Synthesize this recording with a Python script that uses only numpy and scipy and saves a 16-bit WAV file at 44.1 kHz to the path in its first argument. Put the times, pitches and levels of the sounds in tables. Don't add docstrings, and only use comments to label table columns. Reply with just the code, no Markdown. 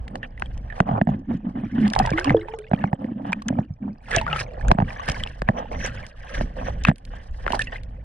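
import sys
import numpy as np
from scipy import signal
from scipy.fft import rfft, irfft
from scipy.io import wavfile
from scipy.ndimage import uniform_filter1d

SR = 44100
rng = np.random.default_rng(int(sys.argv[2]) if len(sys.argv) > 2 else 0)


def master(y):
    cut = np.clip(np.atleast_2d(y).T, -1, 1)
    pcm = np.round(cut * 32767)
    wavfile.write(sys.argv[1], SR, pcm.astype(np.int16))


N = 354563
TIME_S = np.arange(N) / SR
RING_S = np.arange(SR // 8) / SR
BINS_HZ = np.fft.rfftfreq(N, 1 / SR)

# start_s, thump_db, thump_hz, ring_db, ring_hz, crack_db
GLUGS = [(0.155, -44, 257, -23.5, 710, -28.5), (0.422, -30.5, 157, -23.5, 840, -14),
         (0.803, -8, 150, -7.5, 683, -8), (0.89, -21, 215, -18, 750, -32),
         (0.912, -12, 151, -21, 711, -30.5), (0.979, -26, 158, -18.5, 780, -33),
         (1.014, -7, 182, -9, 660, -20), (1.072, -10, 197, -14.5, 704, -29.5),
         (1.09, -11, 182, -15.5, 714, -35), (1.782, -10.5, 223, -30, 620, -30.5),
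         (2.024, -16.5, 160, -27.5, 947, -32), (2.116, -13, 152, -16, 515, -28),
         (2.305, -6.5, 168, -12.5, 775, -15.5), (2.714, -16, 152, -14, 640, -29),
         (2.734, -5.5, 183, -9.5, 727, -21.5), (2.84, -9.5, 159, -11.5, 790, -20.5),
         (2.93, -10, 158, -12.5, 790, -24.5), (3.044, -18.5, 240, -41, 645, -32.5),
         (3.504, -12, 216, -19.5, 580, -50), (3.527, -15.5, 150.5, -21.5, 630, -58),
         (3.588, -7, 178, -14, 704, -31), (3.704, -25.5, 122.4, -44, 663, -69),
         (3.958, -42, 180, -45.5, 700, -52), (4.169, -15, 125, -11.5, 664, -34),
         (4.706, -29, 173, -13, 636, -29), (4.715, -7, 147, -4.5, 696, -6),
         (4.748, -16, 183, -27, 630, -39), (4.786, -9.5, 160, -10, 693, -19),
         (4.802, -13.5, 172, -15.5, 827, -22), (4.822, -8, 156.5, -17.5, 730, -28),
         (5.086, -21, 155, -19.5, 720, -20), (5.099, -16.5, 99, -30, 730, -28),
         (5.419, -22, 156.8, -18.5, 560, -20), (5.488, -8.5, 164, -11.5, 690, -11),
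         (5.497, -9.5, 162, -13.5, 630, -41), (6.41, -16, 198, -14, 610, -22.5),
         (6.885, -2, 161, -13, 680, -12.5), (6.899, -9, 170, -19, 816, -21),
         (6.914, -22, 177, -19.5, 656, -30.5), (7.465, -30, 122, -19, 565, -16),
         (7.504, -25, 244, -19, 650, -27), (7.533, -25.5, 216, -10.5, 930, -34),
         (7.546, -29, 240, -17, 900, -21)]
# freq_hz, level_db
SPRAY_COLOUR = [(250, -16), (500, 4.5), (900, -8.5), (1300, -0.5), (1750, 6), (2600, -4.5), (3400, -6.5),
                (4500, -22.5), (8500, -24), (11500, -42), (16000, -72)]


def glugs(thump_rise_s=0.003564, lag_s=0.0014, hollow_hz=360, snap_db=-24):
    # pitch_hz, level_db, rise_s, pan_db, phase_rad
    crack_modes = [(1094, 2, 0.00065, 8, 3.39), (1667, -1, 0.00082, -7.5, 1.14),
                   (1875, -6.5, 0.00063, 8, 0.3), (2490, -12, 0.00059, -2, 0.44)]
    snap_modes = [(4560, -5, 0.00047, -18, 2.7), (6300, -18.5, 0.00021, 5, 0.5),
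                  (9300, -21.5, 0.00087, 2, 4.3)]
    out = np.zeros((2, N))
    age = RING_S / thump_rise_s
    for start_s, thump_db, thump_hz, ring_db, ring_hz, crack_db in GLUGS:
        swing = age ** 2 * np.exp(2 * (1 - age) + 2j * np.pi * thump_hz * RING_S)
        add(out, start_s + lag_s, in_step(gain_of(thump_db) * swing))
        add(out, start_s, at_ports(mode(ring_hz, ring_db, rise_s=0.0013), pan_db=-8, phase_rad=-1.27))
        add(out, start_s + lag_s, in_step(mode(hollow_hz, ring_db - 13, rise_s=0.0022)))
        for modes, strike_db in ((crack_modes, crack_db), (snap_modes, crack_db + snap_db)):
            for hz, mode_db, rise_s, pan_db, phase_rad in modes:
                detune, strength = rng.standard_normal(2)
                ring = mode(hz * (1 + 0.081 * detune), strike_db + mode_db + 2.5 * strength, rise_s)
                add(out, start_s, at_ports(ring, pan_db, phase_rad))
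    return out


def bubbles(attack_s=0.00045, damping=1.22, wobble=0.048, pinch_db=-12, echo=0.37, spray_db=-13):
    # start_s, level_db, pitch_hz, nominal_t60_s, pan_db
    events = [(0.0797, -30, 1910, 0.0034, -2), (0.2303, -35, 2850, .062, 4),
              (0.2301, -24.5, 1820, 0.032, -7), (0.377, -33.5, 1950, .025, -1),
              (0.459, -36.5, 3070, 0.021, 4), (0.7012, -29.5, 1810, 0.059, -10),
              (0.7246, -29.5, 1790, 0.04, -18), (0.9702, -48, 2500, 0.045, 3),
              (1.9369, -16, 1800, .013, 4.5), (1.9627, -8.5, 903, .024, -6), (1.9993, -8.5, 780, 0.042, 0),
              (2.0236, -28, 1860, 0.091, -2), (2.05, -23, 980, .05, -6), (2.0525, -22, 1825, .037, -3),
              (2.0727, -16.5, 900, 0.087, -2), (2.0923, -22.5, 1684, 0.094, -4),
              (2.1257, -28.5, 2320, 0.026, 1), (2.133, -20, 1125, 0.067, 0), (2.1767, -19, 2040, 0.05, 3),
              (2.1827, -13.5, 1420, 0.021, -9), (2.2113, -26.5, 1610, 0.07, -1),
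              (2.2454, -23, 1086, .05, -8), (2.2568, -20.5, 1023, 0.041, -4),
              (2.27, -28.5, 2720, 0.054, 1.5), (2.2955, -13, 1993, 0.034, -1),
              (2.3677, -34.5, 3380, .02, -2), (2.4103, -44.5, 3860, 0.024, -3),
              (2.4844, -26.5, 890, .11, -8), (2.5377, -26.5, 855, 0.053, -2),
              (3.322, -23, 900, 0.042, -0.5), (3.3299, -13.5, 2530, 0.019, -3),
              (3.3301, -13, 1680, 0.0067, 1), (3.42, -28.5, 1070, 0.016, 0),
              (3.487, -19.5, 1670, 0.008, 9.5), (4.0836, -32.5, 776, 0.021, -7.5),
              (4.114, -20.5, 1980, 0.02, -7), (4.1368, -16.5, 1670, 0.051, -14),
              (4.149, -14, 1740, 0.028, -10), (4.17, -20, 655, 0.16, 2.5), (4.1833, -15.5, 2760, 0.031, 7),
              (4.213, -20, 891, 0.14, -7), (4.2656, -17, 1220, 0.02, 4), (4.279, -20.5, 1410, 0.059, 11),
              (4.312, -25, 1305, 0.075, -1), (4.3288, -16, 2760, 0.026, 3), (4.328, -25.5, 1286, 0.11, 11),
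              (4.3303, -26, 838, 0.081, 5), (4.36, -20, 1290, 0.05, 7), (4.611, -30.5, 1680, 0.03, -10),
              (4.6837, -24, 1587, 0.014, 3), (4.962, -31.5, 1690, .04, 5), (4.9958, -21.5, 1130, .074, 5.5),
              (5.1664, -31, 1061, .042, -2), (5.198, -32, 2880, .025, 0), (5.2366, -16.5, 3100, 0.0087, 4),
              (5.2738, -23.5, 2600, 0.005, 4), (5.6551, -34, 830, 0.06, -8), (5.8593, -26, 1610, .029, -24),
              (6.8504, -8, 2440, 0.012, 6), (6.8513, -8.5, 1255, 0.0073, 11),
              (7.4789, -12.5, 1450, 0.0083, 8.5), (7.5218, -20.5, 3020, 0.017, 10),
              (7.5935, -15, 1774, .065, -4), (7.6109, -20, 1770, .046, -5), (7.616, -22, 2620, 0.047, -10),
              (7.6706, -30, 1935, 0.085, -2), (7.671, -31.5, 2760, .056, -4), (7.7583, -27, 2020, 0.026, 6)]
    out, spray = np.zeros((2, N)), np.zeros((1, N))
    for start_s, db, hz, nominal_t60_s, pan_db in events:
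        turn, delay, speed = rng.random(3)
        pitch_hz = hz * (1 + wobble * np.sin(2 * np.pi * (turn + (30 + 60 * speed) * RING_S)))
        t60_s = max(nominal_t60_s, 0.004) / damping
        envelope = (1 - np.exp(-RING_S / attack_s)) * gain_of(-60 * RING_S / t60_s)
        envelope /= envelope.max()
        ring = envelope * tone(pitch_hz) + mode(hz * 1.2, pinch_db, rise_s=0.27 / hz)
        sound = gain_of(db + 0.5) * at_ports(ring, pan_db, near_lag_rad(hz))
        add(out, start_s, sound)
        add(out, start_s + 0.00071 + 0.003305 * delay, -echo * sound)
        add(spray, start_s, gain_of(db + spray_db) * envelope[None] ** 2)
    return out + spray * coloured(rng.standard_normal((2, N)), SPRAY_COLOUR)


def pockets(swing_damping=15, sharpening=0.35, flutter_db=2):
    # start_s, level_db, base_hz, glide_hz_per_s, rise_s, small_swing_t60_s
    events = [(2.127, -22, 293.3, 750, 0.011, 0.43), (2.245, -16.5, 243.2, 651, .035, 0.5),
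              (2.342, -15, 312, 284, 0.0045, 0.31), (2.3445, -4, 428.3, -5, 0.0028, 0.27),
              (2.471, -35.5, 424, 367, 0.029, 0.2), (2.535, -28.5, 449, 80, 0.0023, 0.13),
              (2.581, -34, 413, 340.5, 0.0072, 0.32), (4.238, -30, 166.8, -200, 0.077, 1),
              (4.461, -40, 483.4, 398, .03, 0.27)]
    out = np.zeros((2, N))
    for start_s, db, base_hz, glide_hz_per_s, rise_s, t60_s in events:
        t = np.arange(0, rise_s + min(t60_s / 2, 0.17), 1 / SR)
        loss = gain_of(60 * np.maximum(t - rise_s, 0) / t60_s)
        swing = 1 / ((gain_of(-db) + swing_damping) * loss - swing_damping)
        pitch_hz = (base_hz + glide_hz_per_s * t) * (1 + sharpening * swing)
        gate = np.minimum(t / rise_s, 1) ** 2 * np.minimum((t[-1] - t) / 0.02, 1)
        flutter = gain_of(flutter_db * drift(rate_hz=76)[:len(t)])
        add(out, start_s, in_step(np.sqrt(2) * gate * flutter * swing * tone(pitch_hz)))
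    return out


def gurgle(per_s=75, centre_hz=232, scatter=0.13, cycles=4.6, rise_s=0.0038, ring_share=0.6):
    # freq_hz, level_db
    colour = [(40, -45), (85, -35), (120, -4.5), (165, -9.5), (205, 5), (250, -4.5), (300, -13.5),
              (355, -16), (420, -28.5), (700, -53), (1500, -100)]
    rings = np.zeros((2, N))
    for k, (jitter, size, strength, turn) in enumerate(rng.standard_normal((int(per_s * N / SR), 4))):
        hz = centre_hz * np.exp(scatter * np.clip(size, -2, 2))
        envelope = gain_of(2 * strength) * (1 - np.exp(-RING_S / rise_s)) * np.exp(-RING_S * hz / cycles)
        ring = envelope * np.exp(2j * np.pi * (hz * RING_S + turn))
        add(rings, (k + 0.5 * jitter) / per_s, in_step(ring))
    rings = steadied(evened(rings), span_s=0.018)
    stirred = swarm(colour, per_s=110, spread_db=1, hiss=0.58, clump_db=-3, span_s=0.08)
    return np.sqrt(gush_power("gurgle")) * (np.sqrt(ring_share) * rings + np.sqrt(1 - ring_share) * stirred)


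def ticks(rise_s=0.00027, spit_db=-5, spit_decay_s=0.0025):
    # start_s, level_db, pitch_hz
    events = [(0.0804, -37, 4050), (0.156, -31, 4200), (0.3977, -36, 9400), (0.577, -42, 5940),
              (0.803, -27, 5850), (1.8792, -26.5, 4650), (1.9014, -26.5, 4700), (1.9349, -18.5, 5380),
              (1.952, -25.5, 3650), (1.99, -13, 5100), (2.062, -24, 4870), (2.1047, -24.5, 5130),
              (2.1975, -24, 5300), (2.2445, -20, 4870), (2.5881, -34.5, 8800), (3.3212, -34.5, 5400),
              (3.3314, -34, 7700), (3.422, -34.5, 4000), (3.484, -18, 6300), (4.11, -30, 8900),
              (4.163, -9.5, 6360), (4.2135, -27.5, 4150), (4.6829, -25, 6700), (4.715, -21.5, 4630),
              (5.087, -19.5, 5000), (5.098, -19, 5100), (5.1178, -22.5, 5760), (5.2364, -28.5, 7860),
              (5.419, -32, 4730), (5.8627, -24.5, 7300), (6.066, -32.5, 5270), (6.8375, -26.5, 5850),
              (6.85, -25, 3950), (6.886, -31, 4730), (6.959, -43.5, 4470), (6.9826, -40, 9350),
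              (7.052, -37, 4200), (7.523, -23, 4100), (7.5522, -26.5, 4660), (7.5927, -22, 8700),
              (7.6198, -18.5, 3780), (7.834, -38, 4050)]
    # freq_hz, level_db
    colour = [(900, -27), (2000, 6.5), (3200, 9.5), (4500, -2.5), (8500, -1), (10500, -12),
              (12000, -27), (16000, -32.5)]
    out, spit = np.zeros((2, N)), np.zeros((1, N))
    for start_s, db, hz in events:
        add(out, start_s, at_ports(mode(hz, db, rise_s), pan_db=-2, phase_rad=near_lag_rad(hz)))
        add(spit, start_s, gain_of(db + spit_db) * np.exp(-RING_S[None] / spit_decay_s))
    return out + spit * coloured(rng.standard_normal((2, N)), colour)


def splashes():
    # start_s, length_s, level_db
    slaps = [(2.034, 0.02, -50), (2.171, 0.03, -29.5), (2.291, 0.031, -36), (4.113, 0.1, -26),
             (4.332, 0.1, -32.5), (5.074, 0.029, -28), (5.828, 0.046, -33.5), (6.337, 0.061, -33),
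             (6.862, 0.04, -27)]
    envelope = np.zeros((1, N))
    for start_s, length_s, db in slaps:
        add(envelope, start_s, gain_of(db) * signal.windows.tukey(int(length_s * SR), 0.5)[None])
    return envelope * swarm(SPRAY_COLOUR, per_s=1900, spread_db=10, hiss=0.94, clump_db=8, span_s=0.06)


def wash():
    # peak_s, build_s, fade_s, slosh_db, froth_db, fizz_db
    swishes = [(0.15, 0.071, 0.044, -37, -59, -73), (0.25, 0.033, 0.013, -45, -36.5, -83),
               (0.43, 0.044, 0.27, -53.5, -53.5, -70), (0.79, 0.14, 0.09, -40.5, -45, -67.5),
               (1.87, 0.2, 0.031, -43.5, -35, -62), (2.02, 0.19, 0.24, -29.5, -39.5, -55.5),
               (2.17, 0.026, 0.17, -36.5, -36, -52.5), (2.275, 0.038, 0.14, -28, -34.5, -59),
               (2.39, 0.045, 0.2, -53, -47.5, -80), (2.5, 0.24, 0.66, -50, -51.5, -72.5),
               (3.63, .03, 0.038, -57, -52, -71), (4.135, 0.074, 0.13, -38, -30.5, -48.5),
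               (4.28, 0.022, 0.12, -31, -34, -57), (4.395, .09, 0.05, -45, -30.5, -41.5),
               (4.6, 0.53, .12, -40.5, -53, -68.5), (4.71, 0.12, 0.068, -30.5, -47, -61.5),
               (4.815, .04, .03, -29, -45, -66), (4.91, 0.085, 0.027, -36, -34.5, -59),
               (5.13, 0.29, 0.26, -39, -35.5, -51.5), (5.48, 0.014, 0.053, -37, -38.5, -66),
               (5.585, .06, 0.071, -25.5, -37, -65), (5.72, 0.02, 0.096, -30.5, -39, -67),
               (5.855, .12, 0.085, -37.5, -31.5, -51.5), (6.02, 0.51, .12, -45, -41, -60.5),
               (6.38, 0.24, 0.12, -39.5, -36, -54.5), (6.6, 0.062, 0.031, -30.5, -39, -58),
               (6.675, 0.063, 0.065, -31.5, -35.5, -58.5), (6.865, 0.066, 0.076, -59, -33.5, -66.5),
               (7.16, 0.13, 0.15, -48, -46, -63), (7.5, 0.24, 0.11, -49, -46, -61),
               (7.56, 0.12, 0.029, -29, -33, -50.5), (7.605, 0.015, 0.093, -46.5, -41, -51),
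               (7.74, 0.055, 0.058, -41.5, -33.5, -54)]
    # time_s, ringing_share, deep_share
    cloud = [(0, 0.13, 0.33), (.7, 0.2, 0.48), (.87, 0.35, 0), (1.149, 0.17, 0.5), (1.85, 0.28, 0),
             (1.97, 0.47, 0), (2.62, 1, 0.95), (2.8, 0.94, 0.47), (3.098, 0.18, 0.82), (3.3, 0, 0),
             (3.55, 0.76, 0.6), (4.3, 0.47, 0), (4.52, 0.77, 1), (4.82, 0.45, .1), (5.15, 0.53, 0.32),
             (5.6, 0.07, 0.13), (5.8, 0.46, 0.87), (6.8, .08, 0.53), (7.4, 0.14, 0.35), (8.04, 0.6, 0.75)]
    time_s, *shares = np.transpose(cloud)
    ringing, deep = (np.interp(TIME_S, time_s, share) for share in shares)
    slosh_power, froth_power, fizz_power = swell_power(swishes)
    gush_slosh, gush_froth = (gush_power(layer, attack_s=0.037, fade_db_per_s=600.5)
                              for layer in ("slosh", "froth"))
    gush_fizz = gain_of(-26) ** 2 * gush_froth
    return hush() * (over_stir(slosh_power + gush_slosh, stir_db=-12) * slosh(deep)
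                     + over_stir(froth_power + gush_froth, stir_db=-18.5) * froth(ringing)
                     + over_stir(fizz_power + gush_fizz, stir_db=-38.5) * fizz(ringing))


def slosh(deep_share):
    # freq_hz, level_db
    bright_colour = [(200, -57.5), (420, -13), (560, -11), (690, -3), (830, -1), (1000, -7), (1200, -12.5),
                     (1500, -22.5), (3000, -63.5)]
    deep_colour = [(200, -35), (350, -8.5), (430, -12.5), (510, 4), (620, 1), (740, -10.5), (900, -20.5),
                   (1200, -27), (2500, -67)]
    bright = swarm(bright_colour, per_s=250, spread_db=4.5, hiss=0.5, clump_db=4.5, span_s=0.2)
    deep = swarm(deep_colour, per_s=180, spread_db=3, hiss=0.18, clump_db=4, span_s=0.14)
    return blend(gain_of(3.5) * bright, deep, deep_share)


def froth(ringing_share):
    # freq_hz, level_db
    dense_colour = [(600, -44), (1100, -1.5), (1320, -13), (1550, 3), (1820, 3.5), (2200, -11), (2700, -9),
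                    (3050, -6), (3700, -17.5), (5000, -48.5)]
    thin_colour = [(750, -11.5), (1200, -3), (1750, 5), (2300, 5.5), (2900, 1.5), (4200, -20.5)]
    dense = swarm(dense_colour, per_s=650, spread_db=0, hiss=1, clump_db=5.5, span_s=0.05)
    thin = plinks(thin_colour, per_s=260, spread_db=2, cycles=7, low_hz=750, high_hz=4200, span_s=0.07)
    return blend(gain_of(-1.56) * dense, thin, ringing_share)


def fizz(ringing_share):
    # freq_hz, level_db
    colour = [(2500, -36), (3900, 1.5), (5300, 2.5), (6000, -1.5), (6700, -7.5), (7400, -8.5), (9400, -5.5),
              (10400, -14.5), (11500, -27.5), (15000, -30.5)]
    dense = swarm(colour, per_s=810, spread_db=2, hiss=1, clump_db=6.5, span_s=0.29)
    thin = plinks(colour, per_s=310, spread_db=8, cycles=12, low_hz=3950, high_hz=10300, span_s=0.093)
    return blend(gain_of(5.5) * dense, thin, ringing_share)


def sizzle():
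    # peak_s, build_s, fade_s, level_db
    puffs = [(5.59, 0.044, 0.018, -52), (5.85, 0.097, 0.033, -38.5), (6.39, 0.12, 0.065, -48),
             (6.68, 0.1, 0.073, -53.5)]
    # freq_hz, level_db
    colour = [(4500, -49), (5600, -1.5), (6150, -1), (6600, -23.5), (7600, -35.5)]
    pops = swarm(colour, per_s=1500, spread_db=-2.5, hiss=0.98, clump_db=5.5, span_s=0.12)
    return np.sqrt(swell_power(puffs)) * pops


def current():
    # peak_s, build_s, fade_s, rumble_db, buffet_db, eddy_db
    surges = [(0.01, 0.15, 0.11, -30.5, -50, -55), (0.135, 0.12, 0.19, -53, -42.5, -37),
              (0.56, 0.36, 0.42, -31, -37.5, -47), (0.81, 0.012, 0.045, -36, -44, -25.5),
              (0.93, 0.067, 0.11, -43, -23.5, -61), (1.11, 0.027, 0.071, -39.5, -20.5, -60),
              (1.99, .05, .3, -26, -25.5, -56.5), (2.305, 0.03, .08, -31.5, -17.5, -74),
              (2.76, 0.08, .12, -43.5, -38, -63), (3.71, 0.028, 0.061, -47.5, -28, -62.5),
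              (4.175, 0.11, 0.16, -29, -32.5, -35), (4.35, 0.21, 0.099, -40, -35, -68),
              (4.7, 0.1, 0.039, -14, -24, -32), (4.83, 0.088, .12, -30, -29, -34),
              (5.11, 0.06, 0.086, -32.5, -49, -36.5), (5.21, .08, 0.18, -31, -36, -42.5),
              (5.42, 0.058, 0.16, -28, -51, -58), (5.585, 0.12, 0.076, -39, -41, -32.5),
              (5.77, 0.15, 0.31, -30, -37, -36), (6.02, .2, 0.066, -38, -34, -68),
              (6.2, 0.086, 0.16, -37.5, -49, -71), (6.41, 0.095, 0.11, -21.5, -35, -32.5),
              (6.62, 0.15, 0.36, -32.5, -47, -38), (6.85, 0.29, 0.089, -27.5, -38, -52),
              (6.885, 0.021, 0.042, -43, -31, -19.5), (7.1, 0.089, 0.21, -33, -44.5, -46.5),
              (7.305, 0.022, 0.16, -28, -53, -63), (7.425, 0.035, 0.24, -29, -43, -47),
              (7.58, 0.11, 0.29, -34, -38.5, -43.5), (7.87, 0.51, 0.67, -35.5, -43.5, -53.5)]
    # freq_hz, level_db
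    rumble_colour = [(8, -35), (20, -7), (38, -3.5), (60, -6), (85, -20.5), (200, -60), (500, -100)]
    buffet_colour = [(35, -44.5), (70, 0.5), (110, 8), (155, -1.5), (210, -13.5), (400, -59.5), (900, -100)]
    eddy_colour = [(90, -32.5), (170, 3.5), (240, 3), (350, -12), (480, -9), (600, -17), (1500, -84.5)]
    rumble_power, buffet_power, eddy_power = swell_power(surges)
    buffet_power += gain_of(-13) ** 2 * gush_power("gurgle")
    rumble = over_stir(rumble_power, stir_db=0) * turbulence(rumble_colour, span_s=0.042)
    buffet = over_stir(buffet_power, stir_db=-5) * turbulence(buffet_colour, span_s=0.39)
    eddies = over_stir(eddy_power, stir_db=-12.5) * turbulence(eddy_colour, span_s=0.23)
    return rumble + gain_of(-1) * (buffet + eddies)


def far_ticks(per_s=11, base_db=-62, spread_db=5, low_hz=4500, high_hz=10000):
    out = np.zeros((2, N))
    for when, height, strength in rng.random((int(per_s * N / SR), 3)):
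        hz = low_hz * (high_hz / low_hz) ** height
        ring = mode(hz, base_db - spread_db * np.log(strength + 0.091), rise_s=0.0005)
        add(out, when * N / SR, at_ports(ring, 0, near_lag_rad(hz)))
    return out


def gush_power(layer, attack_s=0.026, fade_db_per_s=382):
    # start_s, length_s, gurgle_db, slosh_db, froth_db
    gushes = [(0.844, 0.13, -30, -28.5, -49), (0.998, 0.021, -23.5, -50, -74),
              (1.065, 0.08, -25, -37, -46.5), (1.171, 0.027, -30, -52.5, -69),
              (1.269, 0.083, -22, -44.5, -47), (1.424, 0.072, -27, -46, -57),
              (1.53, 0.081, -28, -43, -49.5), (1.622, 0.031, -26, -43, -43), (1.707, 0.11, -25, -45.5, -63),
              (1.784, 0.092, -17, -44, -40), (1.982, 0.012, -19, -38.5, -53),
              (2.707, 0.088, -36.5, -38, -41), (2.787, 0.088, -30, -41.5, -44),
              (2.9, 0.053, -39.5, -39, -56), (2.978, 0.11, -31.5, -40, -57.5),
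              (3.073, 0.047, -30, -50, -54.5), (3.138, 0.083, -31, -44.5, -58.5),
              (3.225, 0.082, -29.5, -38, -44.5), (3.319, 0.078, -34, -52, -54),
              (3.448, 0.11, -28, -43.5, -54), (3.557, 0.047, -23.5, -34.5, -47.5),
              (3.8, 0.1, -29.5, -47, -60.5)]
    column = ("gurgle", "slosh", "froth").index(layer)
    power = np.zeros(N)
    for start_s, length_s, *levels_db in gushes:
        age_s = TIME_S - start_s
        opening = np.sin(np.pi / 2 * np.clip(age_s / attack_s, 0, 1)) ** 2
        fade_db = fade_db_per_s * np.clip(age_s - length_s, 0, 1)
        power += (opening * gain_of(levels_db[column] - fade_db)) ** 2
    return power


def swell_power(swells, roundness=1.27):
    power = np.zeros((len(swells[0]) - 3, N))
    for peak_s, build_s, fade_s, *levels_db in swells:
        near = slice(max(int((peak_s - 3 * build_s) * SR), 0), int((peak_s + 3 * fade_s) * SR))
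        away = np.maximum((peak_s - TIME_S[near]) / build_s, (TIME_S[near] - peak_s) / fade_s)
        power[:, near] += (gain_of(levels_db)[:, None] * gain_of(-20 * away ** roundness)) ** 2
    return power


def hush(max_dip_db=-11.5, delay_s=0.041, width_s=0.016):
    depth = np.zeros((1, N))
    dip = np.exp(-((RING_S[None] - delay_s) / width_s) ** 2)
    for start_s, thump_db, *_ in GLUGS:
        add(depth, start_s, gain_of(thump_db) * dip)
    return gain_of(max_dip_db * np.minimum(depth, 1))


def over_stir(power, stir_db):
    # time_s, level_db
    stir = [(0, -43), (.75, -43.5), (1.25, -46), (1.8, -44.5), (2.45, -42), (2.7, -50), (3.1, -55),
            (3.45, -46), (3.8, -55), (4.05, -47.5), (4.45, -38.5), (5.3, -42), (6.1, -53), (6.75, -32.5),
            (6.98, -50.5), (7.35, -45), (8.04, -43.5)]
    floor = gain_of(stir_db + np.interp(TIME_S, *np.transpose(stir)))
    return np.sqrt(power + floor ** 2)


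def plinks(colour, per_s, spread_db, cycles, low_hz, high_hz, span_s, chirp=0.035):
    out, t, colour_db = np.zeros((2, N)), RING_S[:SR // 30], spectrum(colour)
    for when, height, strength, side, turn, life in rng.random((int(per_s * N / SR), 6)):
        hz = low_hz * (high_hz / low_hz) ** height
        age = t * hz / (cycles * (0.5 + life))
        db = np.interp(hz, BINS_HZ, colour_db) - spread_db * np.log(strength + 0.032)
        envelope = gain_of(db) * (1 - np.exp(-age * 10)) * np.exp(-age)
        ring = envelope * tone(hz * (1 + chirp * np.tanh(age / 2)))
        add(out, when * N / SR, at_ports(ring, 10 * (side - 0.6), np.pi * (turn - 0.3)))
    return steadied(evened(out), span_s)


def swarm(colour, per_s, spread_db, hiss, clump_db, span_s):
    size = gain_of(spread_db * np.minimum(rng.exponential(1, (2, N)), 4))
    pops = size * rng.choice([-1, 1], (2, N)) * (rng.random((2, N)) < per_s / SR)
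    blur = hiss * rng.standard_normal((2, N))
    clumps = gain_of(clump_db * drift(rate_hz=35))
    return steadied(coloured((evened(pops) + blur) * clumps, colour), span_s)


def turbulence(colour, span_s):
    return steadied(coloured(rng.standard_normal((2, N)), colour), span_s)


def coloured(drive, colour):
    # freq_hz, coherence, phase_rad, pan_db
    ports = [(330, .99, 0, -1), (520, .85, -.8, -6), (720, .8, -1.9, -6), (1000, .7, -3.4, -1),
             (1300, .7, -4.3, 3), (1700, .75, -5.4, -3), (2300, .7, -6.6, 1), (3500, .7, -5.6, 0),
             (5500, .75, -3.1, -5), (10000, .5, -2.5, -1)]
    coherence, phase_rad, pan_db = (spectrum(ports, column) for column in (1, 2, 3))
    left, other = rfft(drive) * gain_of(spectrum(colour))
    right = (coherence * left + np.sqrt(1 - coherence ** 2) * other) * np.exp(-1j * phase_rad)
    return evened(irfft(np.array([left * gain_of(pan_db / 2), right * gain_of(-pan_db / 2)]), N))


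def at_ports(ring, pan_db, phase_rad):
    sides = evened(gain_of([pan_db / 2, -pan_db / 2]))[:, None]
    return (sides * np.exp(0.5j * phase_rad * np.array([[1], [-1]])) * ring).imag


def in_step(ring):
    return ring.imag * gain_of([[-0.5], [0.5]])


def near_lag_rad(hz):
    # pitch_hz, phase_rad
    lags = [(800, -0.93), (1080, -2.5), (1300, -5.5), (1800, -5), (2500, -6), (3200, -5.5), (4000, -7.5),
            (4800, -7.5), (6300, -11), (8700, -14.4)]
    return np.interp(hz, *np.transpose(lags))


def mode(hz, db, rise_s):
    age = RING_S / rise_s
    return gain_of(db) * age * np.exp(1 - age + 2j * np.pi * hz * RING_S)


def tone(pitch_hz):
    return np.exp(2j * np.pi * np.cumsum(pitch_hz) / SR)


def steadied(x, span_s):
    power = uniform_filter1d((x ** 2).mean(0), int(span_s * SR))
    power = uniform_filter1d(power, int(span_s * SR / 2))
    return x / np.sqrt(np.abs(power) + 0.0068)


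def drift(rate_hz):
    return evened(irfft(rfft(rng.standard_normal(N)) * np.exp(-(BINS_HZ / rate_hz) ** 2), N))


def spectrum(points, column=1):
    rows = np.array(points, float)
    return np.interp(np.log(BINS_HZ + 1), np.log(rows[:, 0]), rows[:, column])


def blend(a, b, b_share):
    return np.sqrt(1 - b_share) * a + np.sqrt(b_share) * b


def add(mix, start_s, sound):
    part = mix[:, round(start_s * SR):][:, :sound.shape[1]]
    part += sound[:, :part.shape[1]]


def evened(x):
    return x / np.sqrt(np.mean(x ** 2) + 1e-20)


def gain_of(db):
    return 10 ** (np.asarray(db) / 20)


def scene():
    return (glugs() + bubbles() + ticks() + far_ticks() + splashes() + gurgle() + pockets()
            + current() + wash() + sizzle())


def record(dry, cutoff_hz=16200):
    # freq_hz, gain_db
    housing = [(20, 1), (9800, 0), (11200, -3), (16000, -5)]
    inside = irfft(rfft(dry) * gain_of(spectrum(housing)), N)
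    clipped = inside / (1 + inside ** 12) ** (1 / 12)
    low_pass = signal.firwin(511, cutoff_hz, window=("kaiser", 9), fs=SR)
    return signal.oaconvolve(clipped, low_pass[None], "same")


dry = scene()
out = record(dry)
master(out)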